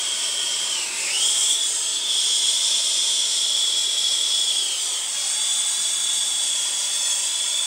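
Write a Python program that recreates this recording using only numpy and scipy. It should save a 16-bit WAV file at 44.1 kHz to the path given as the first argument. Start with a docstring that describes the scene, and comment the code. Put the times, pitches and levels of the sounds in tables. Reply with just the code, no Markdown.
"""A handheld gas torch plays on a copper pipe joint in a narrow wooden space, close to a mono microphone.
Its burner tube sings as a noise-driven resonance; jet and flame are coloured noises whose levels follow
the flow: a hiss, a shrill band and a thin top for the gas, a roar and a rumble for the combustion.
Nearby boards and the pipe return echoes, made as a comb filter that slides when the hand moves."""
import sys
import numpy as np
from scipy import signal
from scipy.fft import rfft, irfft, next_fast_len
from scipy.io import wavfile
from scipy.ndimage import map_coordinates

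SR = 44100
rng = np.random.default_rng(int(sys.argv[2]) if len(sys.argv) > 2 else 0)


def materialize(psi):
    """Save the field psi as 16-bit PCM at rate SR to the path in sys.argv[1].

    A 1-D psi becomes a single channel; in a 2-D psi each row is a channel.
    """
    bounded = np.clip(np.atleast_2d(psi).T, -1, 1)
    quanta = np.round(bounded * 32767).astype(np.int16)
    wavfile.write(sys.argv[1], SR, quanta)


N = 337796


def amp(db):
    """Gain of a level in dB."""
    return 10 ** (np.asarray(db) / 20)


def unit(x):
    """x scaled to rms 1."""
    return x / np.sqrt(np.mean(x ** 2) + 1e-20)


def curves(rows, t_s=None):
    """Each column after the time, interpolated at t_s (every sample by default)."""
    row_s, *columns = np.transpose(rows)
    if t_s is None:
        t_s = np.arange(N) / SR
    return [np.interp(t_s, row_s, column) for column in columns]


def wobble(knots_per_s):
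    """Smooth random curve through normally distributed knots."""
    knots = rng.standard_normal(int(N * knots_per_s / SR) + 4)
    return map_coordinates(knots, [np.arange(N) * knots_per_s / SR])


def filtered(x, response):
    """x times a fixed response of frequency."""
    size = next_fast_len(N + 8192)
    spectrum = rfft(x, size) * response(np.fft.rfftfreq(size, 1 / SR))
    return irfft(spectrum, size)[..., :N]


def swept(x, response, size):
    """x times a response of frequency and time, by short-time spectra."""
    overlap = size * 3 // 4
    hz, t_s, frames = signal.stft(x, SR, nperseg=size, noverlap=overlap)
    frames = frames * response(hz[:, None], t_s)
    return signal.istft(frames, SR, nperseg=size, noverlap=overlap)[1][:N]


def noise(spectrum):
    """Noise of rms 1, coloured by (Hz, relative dB) points on a log frequency axis."""
    point_hz, point_db = np.transpose(spectrum)
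    colour = lambda hz: amp(np.interp(np.log(hz + 1), np.log(point_hz), point_db))
    return unit(filtered(rng.standard_normal(N), colour))


def tube():
    """Turbulence excites the burner tube's air column; pitch sags when the flame is disturbed."""
    # Each row: time in seconds, mean note level in dB before the echoes, pitch in Hz.
    note_rows = [(0, -27.5, 3270), (.7, -28.2, 3194), (.8, -29.5, 2900), (.88, -39.5, 2600),
                 (.97, -35.5, 2440), (1.03, -33, 2700), (1.09, -30, 2300), (1.14, -29.5, 2850),
                 (1.25, -23.5, 3300), (1.4, -28.5, 3280), (1.52, -22.5, 3380), (1.57, -29.5, 3400),
                 (1.64, -28, 3410), (1.72, -37, 3290), (2.0, -30, 3410), (2.15, -26, 3330),
                 (4.55, -27.5, 3330), (4.76, -30.5, 3100), (4.87, -35.5, 3300), (5.04, -33, 3330),
                 (5.13, -35, 3330), (5.33, -29, 3380), (5.47, -23, 3440), (5.78, -28.5, 3440),
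                 (6.15, -25.5, 3440), (6.68, -25.5, 3340), (6.85, -27, 3370), (7.0, -31.5, 3396),
                 (7.11, -27.5, 3365), (7.2, -32, 3320), (7.32, -24.5, 3400), (7.66, -28, 3430)]
    # Half width of the undisturbed note in Hz, one per place of the torch:
    # broad while the flame splashes on the pipe, thin in free air.
    place_half_hz = [90, 115, 115, 140, 140, 62, 62]
    rest_hz, widening_hz_per_hz = 3160, 0.22  # sag below rest_hz widens the note
    swing_hz = 500  # widening by the draught of a move, per unit of path change
    level_db, _ = curves(note_rows)

    def resonance(hz, t_s):
        pitch_hz = curves(note_rows, t_s)[1]
        place, path_divisor = hand(t_s)
        half_hz = np.interp(place, np.arange(len(place_half_hz)), place_half_hz)
        half_hz += swing_hz * abs(1 - path_divisor)
        half_hz += widening_hz_per_hz * np.maximum(rest_hz - pitch_hz, 0)
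        return half_hz ** -.5 / (1 + ((hz - pitch_hz) / half_hz) ** 2)

    note = unit(swept(rng.standard_normal(N), resonance, size=1024))
    # the column partly sustains itself, which evens out its beating
    envelope = np.abs(signal.hilbert(note, next_fast_len(N))[:N])
    note = unit(note / (envelope + .3) ** .22)
    return amp(level_db + 0.37 * wobble(9.9)) * note


def jet():
    """Turbulent gas: broad hiss and shrill band share a flutter of the flow, under a thin top hiss."""
    # Each row: time in seconds, mean hiss level in dB, mean shrill level in dB, both before the echoes.
    # The treble beams along the nozzle.
    flow_rows = [(0, -34.5, -30), (.75, -33, -29.5), (.92, -36.5, -33), (1.02, -33, -26.5),
                 (1.1, -32, -28.5), (1.25, -30, -26), (1.46, -32, -23.5), (1.525, -32.5, -21.5),
                 (1.56, -32.5, -28), (1.8, -33.5, -28.5), (2.03, -31.5, -31.5), (2.25, -28.5, -27.5),
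                 (3.2, -28, -27), (3.65, -31.5, -29.5), (4.45, -30.5, -30), (4.8, -33.5, -29),
                 (5.02, -37.5, -29.5), (5.22, -32, -29.5), (5.55, -34.5, -27), (6.35, -33.5, -26.5),
                 (6.95, -32.5, -29), (7.12, -34, -26), (7.32, -33.5, -29), (7.66, -36, -28.5)]
    # Each row: time in seconds, mean top hiss level in dB before the echoes.
    top_rows = [(0, -52), (.6, -60), (1.45, -38), (1.75, -46), (2.6, -58), (3.6, -45), (5.1, -41.5),
                (6.5, -46), (7.0, -38), (7.66, -42)]
    # Noise colours. Each row: frequency in Hz, relative density in dB.
    hiss_colour = [(1500, -69), (2600, -8), (4300, 1), (5300, 4), (6300, 1.5), (7500, -19), (10000, -11),
                   (13000, -62)]
    shrill_colour = [(5000, -34.5), (6400, -3.5), (7300, -0.5), (8200, 4.5), (9000, -4), (9900, -13.5),
                     (11000, -22.5), (12500, -28)]
    top_colour = [(7000, -27), (10000, 5), (12400, -8), (14700, -9), (16000, 5.5)]

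    hiss_db, shrill_db = curves(flow_rows)
    top_db, = curves(top_rows)
    flutter = wobble(22)
    hiss = amp(hiss_db + 0.34 * flutter + 0.6 * wobble(12)) * noise(hiss_colour)
    shrill = amp(shrill_db + 0.71 * flutter + 0.2 * wobble(17)) * noise(shrill_colour)
    top = amp(top_db + .9 * wobble(25)) * noise(top_colour)
    return hiss + shrill + top


def flame():
    """Combustion roar, and a rumble coloured by the low modes of the space."""
    # Each row: time in seconds, roar level in dB, rumble level in dB, both before the echoes.
    level_rows = [(0, -37.5, -51), (1.2, -36.8, -48.5), (1.65, -39.5, -54.5), (2.1, -40.5, -49.5),
                  (4.7, -40.5, -51), (5.2, -38.5, -56), (6.2, -39.5, -53.5), (7.66, -39.5, -57.5)]
    # Noise colours. Each row: frequency in Hz, relative density in dB.
    roar_colour = [(150, -62), (300, -12), (500, -4), (900, -1.5), (1500, -3), (2300, -1), (3500, 2.5),
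                   (6000, -32)]
    rumble_colour = [(20, -45), (70, -56), (125, -28), (180, -9.5), (260, -7), (380, -3), (500, -5.5),
                     (900, -23)]
    # Low modes. Each row: centre in Hz, full width in Hz, boost in dB.
    modes = [(170, 21, 3.5), (216, 9.3, 3), (395, 45, -1.5)]

    def mode_gain(hz):
        return amp(sum(db / (1 + (2 * (hz - centre_hz) / width_hz) ** 2) for centre_hz, width_hz, db in modes))

    roar_db, rumble_db = curves(level_rows)
    roar = amp(roar_db) * noise(roar_colour)
    rumble = amp(rumble_db) * unit(filtered(noise(rumble_colour), mode_gain))
    return roar + rumble


def hand(t_s):
    """Place number and path divisor: each move rescales the echo paths, then the next place takes over."""
    # Each row: set-off in seconds, start of the change of echoes in seconds, settling in seconds,
    # divisor of the echo paths reached when the change starts.
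    moves = [(.72, 1.0, 1.13, .88), (1.3, 1.54, 1.64, 1.02), (1.65, 1.96, 2.08, 1.1), (2.2, 3.1, 3.55, .98),
             (4.55, 4.98, 5.15, .78), (5.85, 6.2, 6.65, .98)]
    place, path_divisor = 0, 1
    for off_s, yield_s, settle_s, divisor in moves:
        place = place + np.interp(t_s, [yield_s, settle_s], [0, 1])
        path_divisor = path_divisor * np.interp(t_s, [off_s, yield_s, settle_s], [1, divisor, 1])
    return place, path_divisor


def walls(x, far_count=40):
    """Direct sound and echoes interfere: a comb, applied as magnitude, slides as the torch moves."""
    # One list per place: under the joint, lowered, coming round, on the joint, a little along it,
    # drawn back, held aside. Each row: delay at rest in ms, reflection factor.
    place_echoes = [
        [(.384, .15), (2.827, -.16), (2.906, -0.041), (3.263, 0.23), (3.329, 0.088), (3.758, -.22),
         (3.943, -0.29)],
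        [(.37, 0.16), (1.382, 0.16), (2.323, .1), (3.194, 0.14), (4.174, -0.2), (4.355, -.17), (5.679, -0.19)],
        [(.303, 0.12), (.926, -0.18), (3.206, 0.11), (3.334, 0.12), (3.977, -0.17), (5.672, -.13),
         (7.416, 0.16)],
        [(.633, -0.15), (1.387, 0.14), (1.947, 0.1), (2.19, 0.059), (3.256, .27), (3.813, -0.28),
         (6.006, -0.26)],
        [(.643, -0.15), (1.408, 0.14), (2.26, 0.083), (2.875, 0.14), (3.858, -0.17), (5.02, 0.23),
         (5.927, -0.18)],
        [(.86, .15), (1.18, -0.085), (1.32, 0.22), (2.87, -0.089), (3.98, -0.3), (4.45, -.15), (5.33, 0.24)],
        [(1.568, -0.13), (2.068, -0.15), (2.935, -0.21), (4.019, -0.2), (4.4, -.13), (5.2, 0.16), (6.6, -0.18)],
    ]
    # Strongest echo, off the nearest board, follows the hand.
    # Each row: time in seconds, delay in ms, reflection factor from 3500 Hz up.
    board_rows = [(0, .49, 0.092), (.7, 0.54, 0.11), (.86, 0.5, 0.24), (1.18, 0.58, .16), (1.56, .52, 0.29),
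                  (1.68, 0.59, 0.3), (1.94, 0.64, 0.13), (2.12, 0.57, 0.29), (2.4, 0.57, 0.35),
                  (4.2, 0.53, 0.25), (4.65, 0.62, 0.21), (4.8, .82, 0.43), (4.92, 0.87, .28),
                  (5.18, 1.17, 0.36), (5.5, 1.02, 0.29), (5.9, 1.03, 0.23), (6.33, 1.07, 0.24),
                  (6.84, 1.03, 0.32), (7.06, 1.14, 0.41), (7.66, 0.86, 0.18)]
    far_db = -4.5  # far walls, from 700 Hz up
    shake = .012  # share by which the held torch stretches the paths
    grid_hz = np.arange(0, SR * .7, 5.)

    def turn(hz, delay_ms):
        return np.exp(-2j * np.pi * hz * delay_ms / 1000)

    near = []
    for echoes in place_echoes:
        delay_ms, reflection = np.transpose(echoes)
        near.append(1 + turn(grid_hz[:, None], delay_ms) @ reflection)
    far = []  # two random sets per place
    for _ in range(2 * len(place_echoes)):
        delay_ms = rng.uniform(size=far_count) * 14 + 2
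        size = rng.standard_normal(far_count) * amp(-1.4 * delay_ms)  # longer paths arrive weaker
        far.append(turn(grid_hz[:, None], delay_ms) @ size / np.linalg.norm(size))

    def comb(hz, t_s):
        sample_s = np.arange(N) / SR
        place, path_divisor = hand(t_s)
        path_divisor = path_divisor + shake * np.interp(t_s, sample_s, wobble(2.526))
        # long waves stand in the space and care less where the torch is
        short_wave = np.clip(hz / 3500, .4, 1)
        at = [place + 0 * hz, hz / path_divisor ** short_wave / grid_hz[1]]

        def read(responses):
            real = map_coordinates(np.real(responses), at, order=1)
            return real + 1j * map_coordinates(np.imag(responses), at, order=1)

        # small hand tremors rearrange the long paths: the two far sets slowly trade places
        tremor = np.interp(t_s, sample_s, 0.81 * wobble(3.02))
        distant = np.cos(tremor) * read(far[::2]) + np.sin(tremor) * read(far[1::2])
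        distant = np.clip(hz / 700, .5, 1) * amp(far_db) * distant
        board_ms, board_reflection = curves(board_rows, t_s)
        nearest = short_wave * board_reflection * turn(hz, board_ms)
        return np.abs((1 + nearest) * (read(near) + distant))

    return swept(x, comb, size=2048)


def scene():
    """Torch among its echoes; one microphone feeds both channels."""
    sound = walls(tube() + jet() + flame())
    return np.array([sound, sound])


def record(dry):
    """Microphone response: deep bass rolls off and nothing passes above the band limit."""
    bass_hz, top_hz = 104.0, 15720  # half amplitude, band limit
    return filtered(dry, lambda hz: hz ** 4 / (hz ** 4 + bass_hz ** 4) * (hz < top_hz))


dry = scene()
out = record(dry)
materialize(out)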